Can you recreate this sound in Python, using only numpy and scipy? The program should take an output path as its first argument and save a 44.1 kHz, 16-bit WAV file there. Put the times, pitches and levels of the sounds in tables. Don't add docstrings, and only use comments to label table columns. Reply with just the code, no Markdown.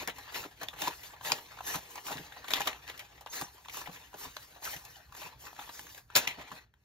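import sys
import numpy as np
from scipy import signal
from scipy.fft import rfft, irfft, next_fast_len
from scipy.io import wavfile
from scipy.ndimage import uniform_filter1d, map_coordinates

SR = 44100
rng = np.random.default_rng(int(sys.argv[2]) if len(sys.argv) > 2 else 0)


def store_wav(level_fs):
    pcm = np.round(np.clip(np.atleast_2d(level_fs), -1, 1) * 32767)
    wavfile.write(sys.argv[1], SR, pcm.T.astype(np.int16))


N = 301644

# t/s, length/s, rub level/dB, hiss level/dB
SLIDES = [(-.05, 0.034, -33.5, -36.5), (0.163, 0.012, -48, -57), (0.357, 0.052, -40, -41.5),
          (0.607, 0.0065, -47.5, -70), (0.813, 0.074, -40, -43), (1.258, 0.083, -41.5, -43.5),
          (1.675, 0.085, -40, -39), (1.918, 0.059, -50, -53), (2.065, 0.073, -46, -45),
          (2.508, 0.076, -40, -46), (2.671, 0.0063, -41, -45), (2.882, 0.0074, -49, -69),
          (3.335, 0.075, -45.5, -43), (3.739, 0.076, -47, -46), (3.935, 0.018, -56, -54.5),
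          (4.194, 0.062, -46.5, -45.5), (4.649, 0.089, -47.5, -43.5), (5.172, 0.1, -47.5, -50),
          (5.415, 0.057, -53, -53.5), (5.739, 0.1, -55.5, -52), (5.926, 0.024, -63, -52.5),
          (6.528, 0.042, -51, -57.5)]
# t/s, rub level/dB, hiss level/dB
FINGERING = [(0, -69, -73), (.3, -50, -56), (.6, -61, -63.5), (1.07, -52, -47), (1.19, -55, -62),
             (1.4, -52, -57), (1.9, -54.5, -56), (2.5, -47, -55), (3.1, -57, -62), (3.601, -58, -57),
             (3.9, -58.5, -61.5), (4.4, -56, -54.5), (4.8, -58, -54.5), (4.9, -54, -52), (5.362, -64, -71),
             (5.62, -51.5, -50.5), (5.98, -58.5, -56), (6.07, -80, -73.5), (6.145, -50, -61),
             (6.2, -38.5, -59), (6.36, -43.5, -60), (6.42, -43.5, -54.5), (6.49, -47, -58),
             (6.601, -62.5, -76), (6.668, -86, -97), (6.84, -77, -75)]
# f/Hz, width/Hz, level/dB
STACK_RESONANCES = [(873, 350, 8), (1820, 286, 9), (2586, 610, 5.5), (4130, 740, 2.5), (6100, 2550, -6)]
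# f/Hz, level/dB
HISS_TONE = [(2000, -14.5), (4500, -2.5), (6500, 0), (8500, -0.5), (11000, -2.5), (14000, -5), (15800, -11)]
# f/Hz, level/dB
FLAP_TONE = [(60, -4.5), (130, -4), (300, 4.5), (500, 7.5), (900, -84.5)]
# f/Hz, level/dB
RUMBLE_TONE = [(15, -80), (25, -47), (42, -10), (64, -0.5), (87, -10), (110, -4), (140, -8.5), (195, -20),
               (887, -33), (1650, -29.5), (2910, -43), (10700, -55), (14000, -47), (16000, -59)]
# t/s, level/dB
RUMBLE_LEVELS = [(0, -64), (2, -65), (4.5, -65.5), (6, -65.5), (6.84, -66.5)]
# t/s, level/dB, f/Hz
LANDINGS = [(0.009, -42, 380), (0.07, -39.5, 400), (0.38, -51.5, 398), (0.441, -44.5, 337),
            (0.619, -50, 271), (0.81, -39.5, 344), (0.866, -40, 347), (1.312, -38, 407),
            (1.742, -43.5, 149), (2.101, -45, 340), (2.145, -44.5, 149), (2.185, -47.5, 148),
            (2.58, -49, 108), (2.659, -39.5, 410), (3.406, -43.5, 176), (3.534, -64, 253),
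            (3.876, -46.5, 112), (4.134, -51.5, 354), (4.256, -52, 104), (4.751, -53, 95),
            (5.242, -52, 153), (5.833, -59, 123), (6.153, -33.5, 323), (6.372, -46, 297),
            (6.51, -49.5, 130)]
# t/s, level/dB, f/Hz, fade/s, crack offset/dB
# (a fade is the time a sound takes to drop by 60 dB)
PAPER_SNAPS = [(0.075, -17, 1980, 0.017, -18), (0.078, -23, 800, 0.043, -30),
               (0.084, -21, 1890, 0.028, -37), (0.095, -24, 1920, 0.071, -41),
               (0.183, -33, 920, 0.059, -17), (0.277, -36.5, 950, 0.035, -33),
               (0.323, -30, 890, 0.047, -24), (0.345, -24, 3260, 0.042, -32),
               (0.3455, -28.5, 1850, 0.051, -35), (0.438, -26.5, 1440, 0.04, -37),
               (0.613, -29.5, 730, 0.14, -25), (0.632, -24.5, 1820, 0.045, -18),
               (0.685, -17.5, 3440, 0.016, -35), (0.73, -35, 1050, 0.09, -34),
               (0.737, -29.5, 1570, 0.028, -29), (0.766, -31, 824, 0.018, -38),
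               (0.818, -19.5, 2670, 0.03, -15.5), (0.8205, -18.5, 4000, 0.016, -25),
               (0.8225, -25, 915, 0.025, -30), (0.868, -29, 1010, 0.03, -18), (0.874, -15, 895, 0.023, -32),
               (0.8795, -18.5, 4200, 0.025, -25), (1.033, -35, 1930, 0.17, -18),
               (1.135, -35, 886, 0.069, -38.5), (1.163, -38.5, 970, 0.037, -28),
               (1.21, -31.5, 920, 0.03, -36), (1.248, -25.5, 1800, 0.05, -28),
               (1.292, -26, 770, 0.028, -27), (1.311, -20.5, 1050, 0.015, -35),
               (1.3185, -10, 2530, 0.02, -30), (1.3195, -14.5, 880, 0.023, -30),
               (1.32, -3, 4530, 0.011, -42), (1.33, -25, 980, 0.02, -28), (1.574, -30.5, 920, 0.016, -33.5),
               (1.587, -30.5, 1280, 0.035, -38), (1.606, -24, 970, 0.025, -39),
               (1.645, -41, 1810, 0.06, -25), (1.685, -36, 950, 0.035, -25),
               (1.744, -20.5, 1090, 0.063, -42), (1.757, -22.5, 955, 0.04, -17),
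               (1.956, -29.5, 890, 0.041, -17.5), (1.977, -29.5, 870, 0.053, -46),
               (2.052, -43, 890, 0.056, -25), (2.067, -26, 2520, 0.023, -28),
               (2.083, -26, 1280, 0.067, -31), (2.096, -25, 840, 0.051, -26),
               (2.107, -24.5, 770, 0.027, -28), (2.115, -24.5, 940, 0.049, -20),
               (2.125, -28, 1490, 0.015, -22), (2.171, -27, 4150, 0.025, -34),
               (2.179, -26.5, 1820, 0.054, -37), (2.322, -30, 1610, 0.033, -49),
               (2.368, -34, 980, 0.028, -35), (2.442, -30, 1010, 0.049, -30),
               (2.482, -27, 1980, 0.064, -19.5), (2.5055, -18.5, 1810, 0.048, -21.5),
               (2.515, -19.5, 1820, 0.055, -29), (2.5362, 0.5, 3370, 0.0065, -25),
               (2.543, -15.5, 3460, 0.02, -32), (2.555, -22.5, 3380, 0.08, -34),
               (2.567, -21, 1690, 0.032, -19), (2.598, -22, 2000, 0.04, -25), (2.605, -15, 796, 0.037, -22),
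               (2.616, -16, 2180, 0.032, -25), (2.658, -28, 3000, 0.018, -30),
               (2.671, -19, 850, 0.042, -22), (2.6725, -20, 1780, 0.04, -18.5),
               (2.674, -11.5, 3450, 0.029, -30), (2.679, -18.5, 3500, 0.036, -30),
               (2.73, -24.5, 1840, 0.023, -37), (2.877, -27.5, 1760, 0.02, -22.5),
               (2.897, -22, 1930, 0.036, -31), (2.976, -38, 1990, 0.072, -15),
               (2.993, -28, 2430, 0.042, -18.5), (2.998, -29, 1900, 0.073, -35),
               (3.209, -39.5, 820, 0.091, -15.5), (3.2615, -28, 4000, 0.0093, -35),
               (3.2625, -25, 870, 0.022, -36), (3.27, -30.5, 1720, 0.04, -37),
               (3.412, -24, 1210, 0.045, -14.5), (3.42, -22.5, 800, 0.021, -21),
               (3.649, -37, 1850, 0.03, -30), (3.657, -34, 980, 0.02, -28),
               (3.684, -29.5, 3220, 0.022, -28), (3.685, -28.5, 1020, 0.027, -35),
               (3.6965, -28.5, 2600, 0.035, -26), (3.77, -28.5, 1050, 0.044, -14),
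               (3.813, -29.5, 930, 0.042, -22), (3.859, -30.5, 1940, 0.074, -41),
               (3.873, -22, 860, 0.02, -40), (3.896, -31.5, 776, 0.019, -35), (4.131, -37, 980, 0.027, -36),
               (4.141, -25.5, 940, 0.02, -45), (4.252, -34, 1020, 0.041, -35),
               (4.3665, -20.5, 3900, 0.021, -41), (4.367, -31, 1670, 0.02, -35),
               (4.561, -39.5, 660, 0.15, -39), (4.621, -34.5, 710, 0.047, -43),
               (4.652, -26.5, 1820, 0.066, -18), (4.662, -27, 1440, 0.064, -30),
               (4.672, -26, 1290, 0.078, -25), (4.763, -30.5, 1800, 0.049, -18),
               (4.85, -48, 2500, 0.072, -1.5), (5.123, -35.5, 1110, 0.028, -21),
               (5.149, -32, 920, 0.027, -19), (5.167, -40, 900, 0.031, -25), (5.217, -29, 930, 0.045, -25),
               (5.288, -40, 1070, 0.04, -21), (5.44, -36, 890, 0.03, -31), (5.453, -32, 4100, 0.024, -32),
               (5.467, -33.5, 1500, 0.04, -48), (5.48, -34.5, 1080, 0.039, -35),
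               (5.53, -28, 925, 0.011, -32), (5.564, -34, 1660, 0.025, -36), (5.59, -28.5, 880, 0.048, -37),
               (5.593, -35, 1560, 0.043, -37), (5.613, -30, 905, 0.03, -35),
               (5.621, -33.5, 1420, 0.04, -28), (5.676, -35, 980, 0.023, -35),
               (5.691, -30, 1740, 0.048, -31), (5.692, -30, 915, 0.04, -39), (5.793, -25, 1720, 0.026, -21),
               (5.868, -34, 1600, 0.03, -23), (5.947, -36.5, 2770, 0.032, -18),
               (5.978, -36, 1540, 0.063, -17), (6.101, -34.5, 1340, 0.035, -47),
               (6.153, -9.5, 4200, 0.082, -21), (6.158, -17, 3100, 0.054, -28),
               (6.162, -7, 1750, 0.045, -12.5), (6.169, -16, 1730, 0.18, -10.5),
               (6.178, -19.5, 2500, 0.037, -22), (6.273, -14.5, 2600, 0.016, -28),
               (6.2755, -6, 2480, 0.014, -28), (6.281, -23.5, 2290, 0.12, -39),
               (6.309, -30, 2400, 0.099, -41), (6.412, -35, 1940, 0.077, -36),
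               (6.5155, -28.5, 1110, 0.043, -32.5), (6.739, -44.5, 1680, 0.015, -31.5)]
# t/s, length/s, starting f/Hz
NOTE_SQUEAKS = [(3.297, .028, 6150), (3.326, .018, 5350), (3.338, .014, 7050), (3.35, .04, 5950),
                (3.386, .045, 7850), (3.428, .014, 8200), (3.432, .025, 6700)]
# f/Hz, fade/s
ROOM_FADES = [(200, 0.17), (2000, 0.11), (10000, 0.084)]
# f/Hz, likeness (0-1), right's lead/rad, left over right/dB
MIC_OPENINGS = [(60, .985, 0, -.3), (160, .93, 0, -1), (400, .62, .05, 1), (1000, .7, .35, 1),
                (1750, .55, 1.1, 4), (2500, .35, 2.6, 2), (3100, .2, 4.8, 3), (3600, .55, 6.3, 3.5),
                (4200, .65, 6, 1.5), (4900, .55, 4.9, .5), (6700, .85, 4.7, .5), (7300, .85, 4.1, 0),
                (7900, .995, 3.14, 0), (10300, .995, 3.14, 0), (11300, .9, 2, 0), (13300, .995, 0, 0)]


def amp(db):
    return 10 ** (np.asarray(db) / 20)


def unit(x):
    return x / np.sqrt(np.mean(x ** 2) + 1e-20)


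def along(points, hz):
    f, *cols = np.transpose(points)
    return np.squeeze([np.interp(np.log(hz + 1), np.log(f + 1), c) for c in cols])


def wobble(per_s):
    return map_coordinates(rng.standard_normal(int(N * per_s / SR) + 4), [np.arange(N) * per_s / SR])


def filtered(x, response):
    size = next_fast_len(N + SR // 2)
    return irfft(rfft(x, size) * response(np.fft.rfftfreq(size, 1 / SR)), size)[..., :N]


def coloured(x, tone):
    return filtered(x, lambda hz: amp(along(tone, hz)))


def stack_ring(x, depth_db):
    def response(f):
        return sum((-1) ** k * amp(db) * 1j * f * width / (hz * hz - f * f + 1j * f * width)
                   for k, (hz, width, db) in enumerate(STACK_RESONANCES))
    bands = signal.stft(filtered(x, response), nperseg=512)[2]
    drift = uniform_filter1d(rng.standard_normal(bands.shape[1:]), size=4, axis=0)
    drift = uniform_filter1d(drift, size=8, axis=1)
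    return signal.istft(bands * amp(depth_db * unit(drift)), nperseg=512)[1][:, :N]


def hand_effort():
    rise_db_per_s, fall_db_per_s = 447, 305.5
    settle_db_per_s, change_db = [18, 29], [2.5, -4.5]
    step = 32
    t = np.arange(0, N, step) / SR
    times, *finger_levels = np.transpose(FINGERING)
    finger_db = np.array([np.interp(t, times, levels) for levels in finger_levels])
    ends = np.array([start + length for start, length, *_ in SLIDES])
    since_slide = (t - ends[(np.searchsorted(ends, t) - 1).clip(0)]).clip(0)
    settle_db = -uniform_filter1d(np.outer(settle_db_per_s, since_slide), size=2000 // step)
    power = amp(2 * (finger_db + settle_db))
    for start, length, *levels_db in SLIDES:
        edge_db = -rise_db_per_s * (start - t).clip(0) - fall_db_per_s * (t - start - length).clip(0)
        swell_db = np.outer(change_db, ((t - start) / length).clip(0, 1) - .5)
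        power += amp(2 * (np.array(levels_db)[:, None] + swell_db + edge_db))
    return np.repeat(np.sqrt(power), step, axis=1)[:, :N]


def fibre_grit(per_s, spread_db, roughness):
    catches = (rng.random(N) < per_s / SR) * amp(spread_db * rng.standard_normal(N))
    jolts = signal.fftconvolve(catches, amp(-60 * np.arange(800) / SR / 0.074))[:N]
    return (1 + roughness * unit(jolts)) * rng.standard_normal((2, N))


def sliding():
    rub_gain, hiss_gain = hand_effort()
    jerk_db = 1.5 * wobble(30)
    rub = unit(stack_ring(fibre_grit(150, spread_db=-3.5, roughness=0.84), depth_db=3.5))
    hiss = coloured(fibre_grit(430, spread_db=5.5, roughness=0.39), HISS_TONE)
    hiss = unit(bending(hiss, depth_db=3.5))
    flap = amp(-15 + 1.9 * wobble(23)) * unit(coloured(rng.standard_normal((2, N)), FLAP_TONE))
    return amp(jerk_db) * (rub_gain * (rub + flap) + hiss_gain * hiss)


def bending(x, depth_db):
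    bands = signal.stft(x, nperseg=512)[2]
    drift = uniform_filter1d(rng.standard_normal(bands.shape[1:]), size=4, axis=0)
    drift = uniform_filter1d(drift, size=8, axis=1)
    return signal.istft(bands * amp(depth_db * unit(drift)), nperseg=512)[1][:, :N]


def rumble():
    level_db = np.interp(np.arange(N) / SR, *np.transpose(RUMBLE_LEVELS))
    waver_db = 1.1 * wobble(3) + 2.4 * wobble(22)
    return amp(level_db + waver_db) * unit(coloured(rng.standard_normal((2, N)), RUMBLE_TONE))


def air_puffs(length_s=0.037):
    out = np.zeros((2, N + SR))
    progress = np.linspace(0, 1, round(length_s * SR))
    swell = np.sin(np.pi * progress ** 0.92) ** 2
    for start, db, hz in LANDINGS:
        band = signal.butter(1, [hz / 1.62, hz * 2], "bandpass", fs=SR, output="sos")
        air = unit(signal.sosfilt(band, rng.standard_normal((2, len(swell) + 2000)))[:, 2000:])
        out[:, round(start * SR):][:, :len(swell)] += amp(db) * swell * air
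    return out[:, :N]


def crinkles(count=220, fade_s=0.0041, crack_db=-28.5):
    times = (np.arange(count) + rng.random(count)) * N / SR / count
    level_draw, pitch_draw = rng.standard_normal((count, 2)).T
    rub_db = 20 * np.log10(hand_effort()[0][(times * SR).astype(int)])
    db = rub_db - 9 + 7 * level_draw
    hz = 2440 * np.exp(0.38 * pitch_draw)
    return [(*row, fade_s, crack_db) for row in zip(times, db, hz)]


def snaps(rise_cycles=1.8, swing_cycles=9, crack_rise_s=.0015, crack_fade_s=0.009):
    ring, shake, crack, thud = np.zeros((4, 2, N + SR))
    for start, db, hz, fade_s, crack_db in [*PAPER_SNAPS, *crinkles()]:
        fade_s = np.clip(fade_s, .004, .15)
        t = np.arange(round((fade_s + .02) * SR)) / SR
        at = slice(round(start * SR), round(start * SR) + len(t))
        attack = amp(db) * (1 - np.exp(-t * hz / rise_cycles))
        shake_noise, crack_noise, thud_noise = rng.standard_normal((3, 2, len(t)))
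        swing = np.sin(2 * np.pi * hz * t + [[0], [np.pi / 2]])
        near_pitch = unit(signal.lfilter(*signal.iirpeak(min(hz, SR / 4), Q=3, fs=SR), shake_noise))
        ring[:, at] += attack * amp(3 - 60 * t * hz / swing_cycles) * swing
        ring[:, at] += attack * amp(-11.5 - 60 * t / fade_s) * near_pitch
        shake[:, at] += attack * amp(-13 - 60 * t / fade_s) * shake_noise
        crack_attack = amp(db + crack_db + 19) * (1 - np.exp(-t / crack_rise_s))
        flutter = amp(-10 - 60 * t / (0.7 * fade_s))
        crack[:, at] += crack_attack * (amp(-60 * t / crack_fade_s) + flutter) * crack_noise
        thud[:, at] += attack * amp(-21.5 - 60 * t / (fade_s + 0.0053)) * thud_noise
    shake = stack_ring(shake[:, :N], depth_db=5.5)
    crack = coloured(crack[:, :N], HISS_TONE)
    thud = filtered(thud[:, :N], lambda f: (380j * f / (320 ** 2 - f * f + 380j * f)) ** 2)
    return ring[:, :N] + shake + crack + thud


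def squeaks(up_hz_per_s=17000, down_hz_per_s=-50000, turn_s=3.42):
    out = np.zeros((2, N))
    for start, length, from_hz in NOTE_SQUEAKS:
        progress = np.linspace(0, 1, round(length * SR))
        at = slice(round(start * SR), round(start * SR) + len(progress))
        glide = up_hz_per_s if start < turn_s else down_hz_per_s
        cycles = np.cumsum(from_hz + glide * length * progress) / SR
        tremble = amp(-45 + 1.7 * wobble(250)[at])
        swell = np.sqrt(np.sin(np.pi * progress).clip(0))
        out[:, at] += tremble * swell * np.sin(2 * np.pi * cycles + [[0], [np.pi / 2]])
    return out


def room_echo(x):
    hz, t, bands = signal.stft(rng.standard_normal((2, SR // 2)), SR, nperseg=256)
    tail = signal.istft(bands * amp(-60 * t / along(ROOM_FADES, hz)[:, None]), SR, nperseg=256)[1]
    delayed = np.pad(x, ((0, 0), (200, 0)))
    return signal.fftconvolve(delayed, tail / np.linalg.norm(tail[0]), axes=1)[:, :N]


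def scene():
    paper = sliding() + snaps() + squeaks() + air_puffs()
    return paper + amp(-10) * room_echo(paper) + rumble()


def record(dry):
    rounded = dry / (1 + np.abs(dry / .45) ** 4) ** (1 / 4)

    def opening(side):
        def response(hz):
            likeness, lead, pan_db = along(MIC_OPENINGS, hz)
            mix_angle = np.arccos(np.clip(likeness, 0, 1)) / 2
            treble_cut = np.clip((16100 - hz) / 500, 0, 1) ** 2
            shift = amp(side * pan_db / 2) * np.exp(-.5j * side * lead)
            return shift * treble_cut * [np.cos(mix_angle), side * np.sin(mix_angle)]
        return filtered(rounded, response).sum(axis=0)
    return np.array([opening(1), opening(-1)])


dry = scene()
out = record(dry)
store_wav(out)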